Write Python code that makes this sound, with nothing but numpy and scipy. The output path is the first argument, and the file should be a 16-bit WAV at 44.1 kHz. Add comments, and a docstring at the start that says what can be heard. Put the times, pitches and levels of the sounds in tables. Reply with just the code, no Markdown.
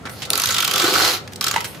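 """A handheld tape runner on paper at a craft table: quiet room, stereo microphone close by.
The paper stirs first. From 0.3 s the adhesive lets go in short bursts that ring the plastic shell;
the roll turns into a scratchy scrape, with dull thuds of the table top, and dies by 1.2 s. A second
short pull comes at 1.4 s, then the runner knocks, lightly and then hard, and the paper rustles."""
import sys
import numpy as np
from scipy import signal
from scipy.fft import rfft, irfft
from scipy.io import wavfile
from scipy.ndimage import uniform_filter1d

SR = 44100
rng = np.random.default_rng(int(sys.argv[2]) if len(sys.argv) > 2 else 0)


def unload_audio(sound):
    """Save the sound as a 16-bit wav file, at the path given as the first command line argument."""
    columns = np.transpose(np.atleast_2d(sound))
    # keep every value between -1 and 1, then stretch to whole-number steps
    steps = np.round(np.clip(columns, -1, 1) * 32767)
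    wavfile.write(sys.argv[1], SR, steps.astype(np.int16))


N = 79380  # 1.8 s


def amp(db):
    return 10 ** (np.asarray(db) / 20)


def unit_rms(x):
    return x / np.sqrt(np.mean(x ** 2) + 1e-20)


def curve_at(points, hz):
    f, value = np.transpose(points)
    return np.interp(np.log(hz + 1), np.log(f + 1), value)


def add(mix, start, sound):
    part = mix[round(start * SR):][:len(sound)]
    part += sound[:len(part)]


def colour(x, spectrum):
    """Causal filter with the given dB spectrum."""
    log_gain = np.log(amp(curve_at(spectrum, abs(np.fft.fftfreq(4096, 1 / SR)))))
    phase = -signal.hilbert(log_gain).imag
    impulse = np.fft.ifft(np.exp(log_gain + 1j * phase)).real[:2048]
    return signal.oaconvolve(x, impulse)[:len(x)]


def ring(x, hz, width):
    """A two-pole resonance."""
    r = np.exp(-np.pi * width / SR)
    return signal.lfilter([1 - r, 0, r - 1], [1, -2 * r * np.cos(2 * np.pi * hz / SR), r * r], x)


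def body(x, modes):
    """An object's modes driven by x, at unit RMS."""
    return unit_rms(sum(amp(db) * ring(ring(x, hz, width), hz, width) for hz, width, db in modes))


def snaps(count, per_s, spread_db):
    """Tiny random snaps, a few of them large."""
    chance, side, size = rng.random((count, 3)).T
    strength = amp(-spread_db * np.log(np.maximum(size, .004)))
    return (chance < per_s / SR) * np.sign(side - .5) * strength


def burst(length):
    """A firm snap, then a cluster that swells and fades; returns it, its fade and a level scale."""
    t, length = np.arange(4000) / SR, max(length, .001)
    rise = np.minimum(t / (.07 * length), 1)
    fade = np.exp(-(t / length) ** 2.2)
    cluster = snaps(len(t), per_s=18000, spread_db=2) * rise * fade
    cluster[8] = 1
    return cluster, fade, np.sqrt(np.mean(fade ** 2)) / 2.97


# Spectrum of the empty room: f/Hz, relative level/dB
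ROOM_SPECTRUM = [(50, -12), (95, 4.5), (170, 0), (300, -6), (530, -8), (900, -16), (1600, -18.5),
                 (3000, -24), (8000, -32.5), (16000, -45)]
# How alike the two capsules hear: f/Hz, likeness/0-1
LIKENESS = [(30, 0.94), (80, .97), (150, 0.85), (300, 0.45), (700, 0.72), (1500, 0.21), (12000, 0.33)]

def room_tone():
    """Low steady hum and hiss of the room, all around the microphone."""
    hz = np.fft.rfftfreq(N, 1 / SR)
    left, other = rfft(rng.standard_normal((2, N)))
    same = curve_at(LIKENESS, hz)
    right = same * left + np.sqrt(1 - same ** 2) * other
    return amp(-38) * unit_rms(irfft(np.array([left, right]) * amp(curve_at(ROOM_SPECTRUM, hz)), N))


# Course of the scrape: t/s, scratch/dB, shell/dB, table/dB, treble/dB
SCRAPE_LEVELS = [(0, -69, -71, -67, -76), (.05, -74, -38.5, -54, -71), (0.111, -43.5, -39, -42.5, -40),
                 (.21, -35.5, -64, -44, -50.5), (0.291, -45, -33, -40, -75), (0.323, -30, -33, -27.5, -54),
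                 (.45, -24, -59, -49.5, -34), (.68, -26.5, -41, -40, -49), (.76, -19.5, -21, -29.5, -42),
                 (.85, -17, -29, -27.5, -35), (0.999, -15, -31, -22.5, -32),
                 (1.065, -14, -36.5, -27.5, -29), (1.154, -19.5, -33.5, -32, -31),
                 (1.221, -49.5, -73, -48, -76), (1.40, -68, -52, -48, -73), (1.431, -27.5, -38, -44.5, -41),
                 (1.58, -30, -29, -37, -66), (1.679, -44, -78, -48, -36.5), (1.8, -43.5, -51, -63, -57)]
# Drifting pitch of the taut tape: t/s, f/Hz
TAPE_PITCH = [(.3, 4260), (.5, 4060), (.66, 3070), (.83, 3400), (.88, 4230), (1.1, 4090), (1.8, 2500)]
# Spectra of the paper's scratch and the fine treble: f/Hz, relative level/dB
SCRATCH_SPECTRUM = [(600, -20), (1000, -3), (2000, -6), (3200, -5.5), (4500, -7.5), (6200, -11.5),
                    (8000, -13.5), (12000, -22.5)]
TREBLE_SPECTRUM = [(5000, 0), (8500, 35), (11500, 34), (14000, 25.5), (15800, 14)]
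# Modes of the plastic shell and the table top: f/Hz, width/Hz, relative level/dB
SHELL_MODES = [(1185, 125, 8), (1335, 135, 13), (1480, 115, 9)]
TABLE_MODES = [(339.2, 190, -4), (409, 94, -0.5), (498, 98, 2.5), (784, 330, -1.5)]

def scrape():
    """Grit under the roller drives the paper, the tape, the shell and the table top."""
    flicker_db, tape_db, tape_width_hz = 1.1, -7.5, 410
    t = np.arange(N) / SR
    times, *levels = np.transpose(SCRAPE_LEVELS)
    scratch, shell, table, treble = (amp(np.interp(t, times, db)) for db in levels)
    flicker = unit_rms(uniform_filter1d(uniform_filter1d(rng.standard_normal(N), 300), 300))
    grit = snaps(N, per_s=11000, spread_db=2.6) * amp(flicker_db * flicker)
    # A resonance that follows the tape's pitch.
    tape_hz = np.interp(t, *np.transpose(TAPE_PITCH))
    carrier = np.exp(2j * np.pi * np.cumsum(tape_hz) / SR)
    r = np.exp(-np.pi * tape_width_hz / SR)
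    tape = (carrier * signal.lfilter([1 - r], [1, -r], grit / carrier)).real
    paper = unit_rms(colour(grit, SCRATCH_SPECTRUM))
    return (scratch * unit_rms(paper + amp(tape_db) * unit_rms(tape))
            + shell * body(grit, SHELL_MODES)
            + table * body(grit, TABLE_MODES)
            + treble * unit_rms(colour(grit, TREBLE_SPECTRUM)))


# Paper ticks and rustles, and one light knock of the runner (at 1.541 s):
# t/s, level/dB, strongest f/Hz, relative treble/dB, length/s
RUSTLES_AND_KNOCK = [(0.053, -17.5, 1300, -33, 0.023), (0.071, -17, 1370, -48, 0.0087),
                     (0.095, -20.5, 1700, -17, 0.0085), (0.2192, -14, 3280, -24, 0.023),
                     (0.2514, -17, 4030, -17, 0.011), (1.276, -20, 2780, -23, 0.006),
                     (1.321, -27, 1320, -18, 0.012), (1.333, -20, 3820, -14, 0.0052),
                     (1.359, -16, 4720, -10.5, 0.0052), (1.541, -5, 2000, -28, 0.0044),
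                     (1.606, -10.5, 1930, -9, 0.0035), (1.6108, -9.5, 2270, -22, 0.0022),
                     (1.6428, -12.5, 2120, -14, 0.02), (1.7447, -25, 1870, -20, 0.013)]

def rustles_and_light_knock():
    """Small clusters of snaps, each with its own colour: the paper, and one light knock of the runner."""
    out = np.zeros(N)
    for start, db, hz, treble_db, length in RUSTLES_AND_KNOCK:
        cluster, _, scale = burst(length)
        spectrum = [(400, -20), (hz, 0), (hz + 4000, treble_db / 2), (15000, treble_db)]
        add(out, start, amp(db) * scale * unit_rms(colour(cluster, spectrum)))
    return out


# Dull thuds of the table top: t/s, level/dB, f/Hz
TABLE_THUDS = [(0.054, -23, 250), (.488, -21.5, 540), (0.829, -12, 348), (0.84, -9, 330), (0.881, -11, 390),
               (0.924, -11, 385), (1.467, -25, 334)]

def table_thuds():
    """The table top rings briefly on one low note."""
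    rise_s, t60_s = .0031, .049
    out, t = np.zeros(N), np.arange(4000) / SR
    envelope = np.minimum(t / rise_s, 1) * amp(-60 * t / t60_s)
    for start, db, hz in TABLE_THUDS:
        add(out, start, amp(db) * envelope * np.sin(2 * np.pi * hz * t))
    return out


# Adhesive letting go: t/s, level/dB, relative treble/dB, ring f/Hz, length/s, relative shell/dB
ADHESIVE_SLIPS = [(0.3034, 1.5, 2, 4160, 0.002, -31), (0.3049, -4.5, -5, 3800, 0.0027, -23),
                  (0.3325, 1.5, -12, 4500, 0.0037, -10), (0.3545, -2.5, -7, 4330, 0.005, -10),
                  (0.3766, -7.5, 0, 6500, 0.0075, -2.5), (0.387, -11, -15, 4240, 0.0023, -3),
                  (.398, -2, -5.5, 6330, .005, -10), (0.4192, -4, 0, 5100, 0.0025, -7),
                  (0.4356, -2.5, -15, 6030, 0.0086, -6.5), (0.4573, -1, -6, 3630, 0.0048, -20.5),
                  (0.4716, -6, -14, 6500, 0.0055, -10), (0.488, -6.5, -11, 3770, 0.0095, -4),
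                  (0.5058, -4.5, -11, 6540, 0.009, -4), (0.521, -10, -21, 7000, 0.013, -13),
                  (0.543, -4, -14, 3550, 0.0076, -8.5), (.5645, -4, -20, 3450, 0.0077, -12),
                  (0.5825, -2, -29, 3460, 0.0081, -4), (0.604, -1.5, -9.5, 3570, 0.006, -11),
                  (0.6234, -4.5, -15, 3500, 0.0091, -4), (.6445, -15, 6, 8600, 0.0017, -20),
                  (0.6471, -1, -14, 3240, 0.0067, -14), (0.677, -2, -11, 2960, 0.0062, -6),
                  (0.711, -4, -10, 3200, 0.0082, -6.5), (0.7367, -2.5, -10, 3420, 0.0059, -7.5),
                  (0.759, -1.5, -10, 3280, 0.0055, -7), (0.7794, -5, -7.5, 3320, 0.0075, -14),
                  (0.7968, -4, -15, 4250, 0.0093, -8), (0.818, -5, -16, 3220, 0.0093, -7.5),
                  (0.8417, -7, -10, 7100, 0.0065, 1), (0.879, -7, -8, 4160, 0.0059, 2.5),
                  (.9375, -1.5, -19, 3340, 0.004, -6), (0.954, -3.5, -16, 4660, 0.0066, 5),
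                  (0.9825, -10, -5, 4200, 0.0073, -4), (0.999, -9.5, -1, 5070, 0.0037, 9.5),
                  (1.047, -6.5, -19, 4200, 0.014, -14), (1.4099, -2, -12, 5360, 0.0055, -9.5),
                  (1.425, -12.5, -12, 3160, 0.0058, -19), (1.4416, -1, -10, 5130, 0.0043, -10.5),
                  (1.466, -3, -16, 4130, 0.0071, -4), (1.4812, -4.5, -12, 5400, 0.0072, -9),
                  (1.511, -4, -11.5, 6830, 0.0057, -8)]
# Spectrum of a crack: f/Hz, relative level/dB
CRACK_SPECTRUM = [(1000, -30), (2000, 2.5), (4000, 6.5), (6200, 3.5), (8000, 3), (11000, -8.5)]

def adhesive_slips():
    """Each release cracks, rings one bright mode and hums the shell; the treble dies first."""
    out = np.zeros(N)
    for start, db, treble_db, hz, length, shell_db in ADHESIVE_SLIPS:
        cluster, fade, scale = burst(length)
        crack = unit_rms(colour(cluster, CRACK_SPECTRUM))
        bright = amp(-4.5) * unit_rms(ring(cluster, hz, width=280))
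        shell = amp(shell_db) * body(cluster, SHELL_MODES)
        treble = amp(treble_db) * unit_rms(colour(cluster * fade ** 3.5, TREBLE_SPECTRUM))
        add(out, start, amp(db) * scale * (unit_rms(crack + bright) + shell + treble))
    return out


# Runner knocking the table: t/s, level/dB
RUNNER_KNOCKS = [(.9995, -10.5), (1.5608, 2.5), (1.571, -8.5), (1.5794, -8)]
# Modes of the struck runner: f/Hz, width/Hz, relative level/dB
RUNNER_MODES = [(910, 185, 2), (2020, 220, 1), (2600, 230, -9), (3070, 300, -7)]

def runner_knocks():
    """A short rough blow cracks and rings the runner."""
    blow_s = .000057
    out, t = np.zeros(N), np.arange(4000) / SR
    ringing = body(t * np.exp(-t / blow_s), RUNNER_MODES)
    for start, db in RUNNER_KNOCKS:
        cluster, _, scale = burst(length=.0045)
        crack = amp(-11) * unit_rms(colour(cluster, CRACK_SPECTRUM))
        add(out, start, amp(db) * scale * (ringing + crack))
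    return out


# Decay of the room: f/Hz, T60/s
ROOM_DECAY = [(300, 0.5), (2000, 0.3), (10000, 0.17)]
# Colour of its reflections: f/Hz, gain/dB
REFLECTION_COLOUR = [(300, -7), (1200, 2)]

def reflections(x):
    """Sparse random echoes reach each capsule; the highs die soonest."""
    length, gap = 16000, 20  # samples
    echoes = np.zeros((2, length))
    slots = np.arange(100, length - gap, gap)
    arrivals = slots + rng.integers(0, gap, (2, len(slots)))
    np.put_along_axis(echoes, arrivals, rng.choice([-1., 1.], arrivals.shape), 1)
    hz, t, bands = signal.stft(echoes, SR, nperseg=256)
    decay = amp(-60 * t / curve_at(ROOM_DECAY, hz)[:, None])
    tails = signal.istft(bands * decay, SR, nperseg=256)[1]
    tails /= np.linalg.norm(tails[0])
    return signal.fftconvolve(colour(x, REFLECTION_COLOUR)[None], tails, axes=1)[:, :N]


# Balance at the microphone: f/Hz, left minus right/dB
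BALANCE = [(300, 0), (1500, 5), (5000, 2), (14000, 1)]

def stereo_microphone(x):
    """The source is wide and louder on the left: the two capsules hear it partly unlike."""
    lag_s = .000007
    hz, _, bands = signal.stft(x, SR, nperseg=64, noverlap=48)
    hz = hz[:, None]
    scatter = np.exp(2j * np.pi * uniform_filter1d(rng.random(bands.shape), 3, axis=1) * 3)
    delay = np.exp(-2j * np.pi * hz * lag_s)
    same = curve_at(LIKENESS, hz)
    tilt = amp(curve_at(BALANCE, hz) / 2)
    left = bands * (same * delay + np.sqrt(1 - same ** 2) * scatter)
    return signal.istft(np.array([left * tilt, bands / tilt]), SR, nperseg=64, noverlap=48)[1][:, :N]


def scene():
    """The craft table up close, the room faint behind it."""
    direct = adhesive_slips() + rustles_and_light_knock() + runner_knocks() + table_thuds() + scrape()
    room = amp(-12.5) * reflections(direct)
    return stereo_microphone(direct) + room + room_tone()


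def record(dry):
    """Bass cut and band limit of the recorder."""
    low_hz, high_hz = 65.6, 15600
    bass_cut = signal.butter(3, low_hz, "high", fs=SR, output="sos")
    band_limit = signal.firwin(1023, high_hz, window=("kaiser", 11), fs=SR)
    return signal.oaconvolve(signal.sosfilt(bass_cut, dry), band_limit[None], "same")


dry = scene()
out = record(dry)
unload_audio(out)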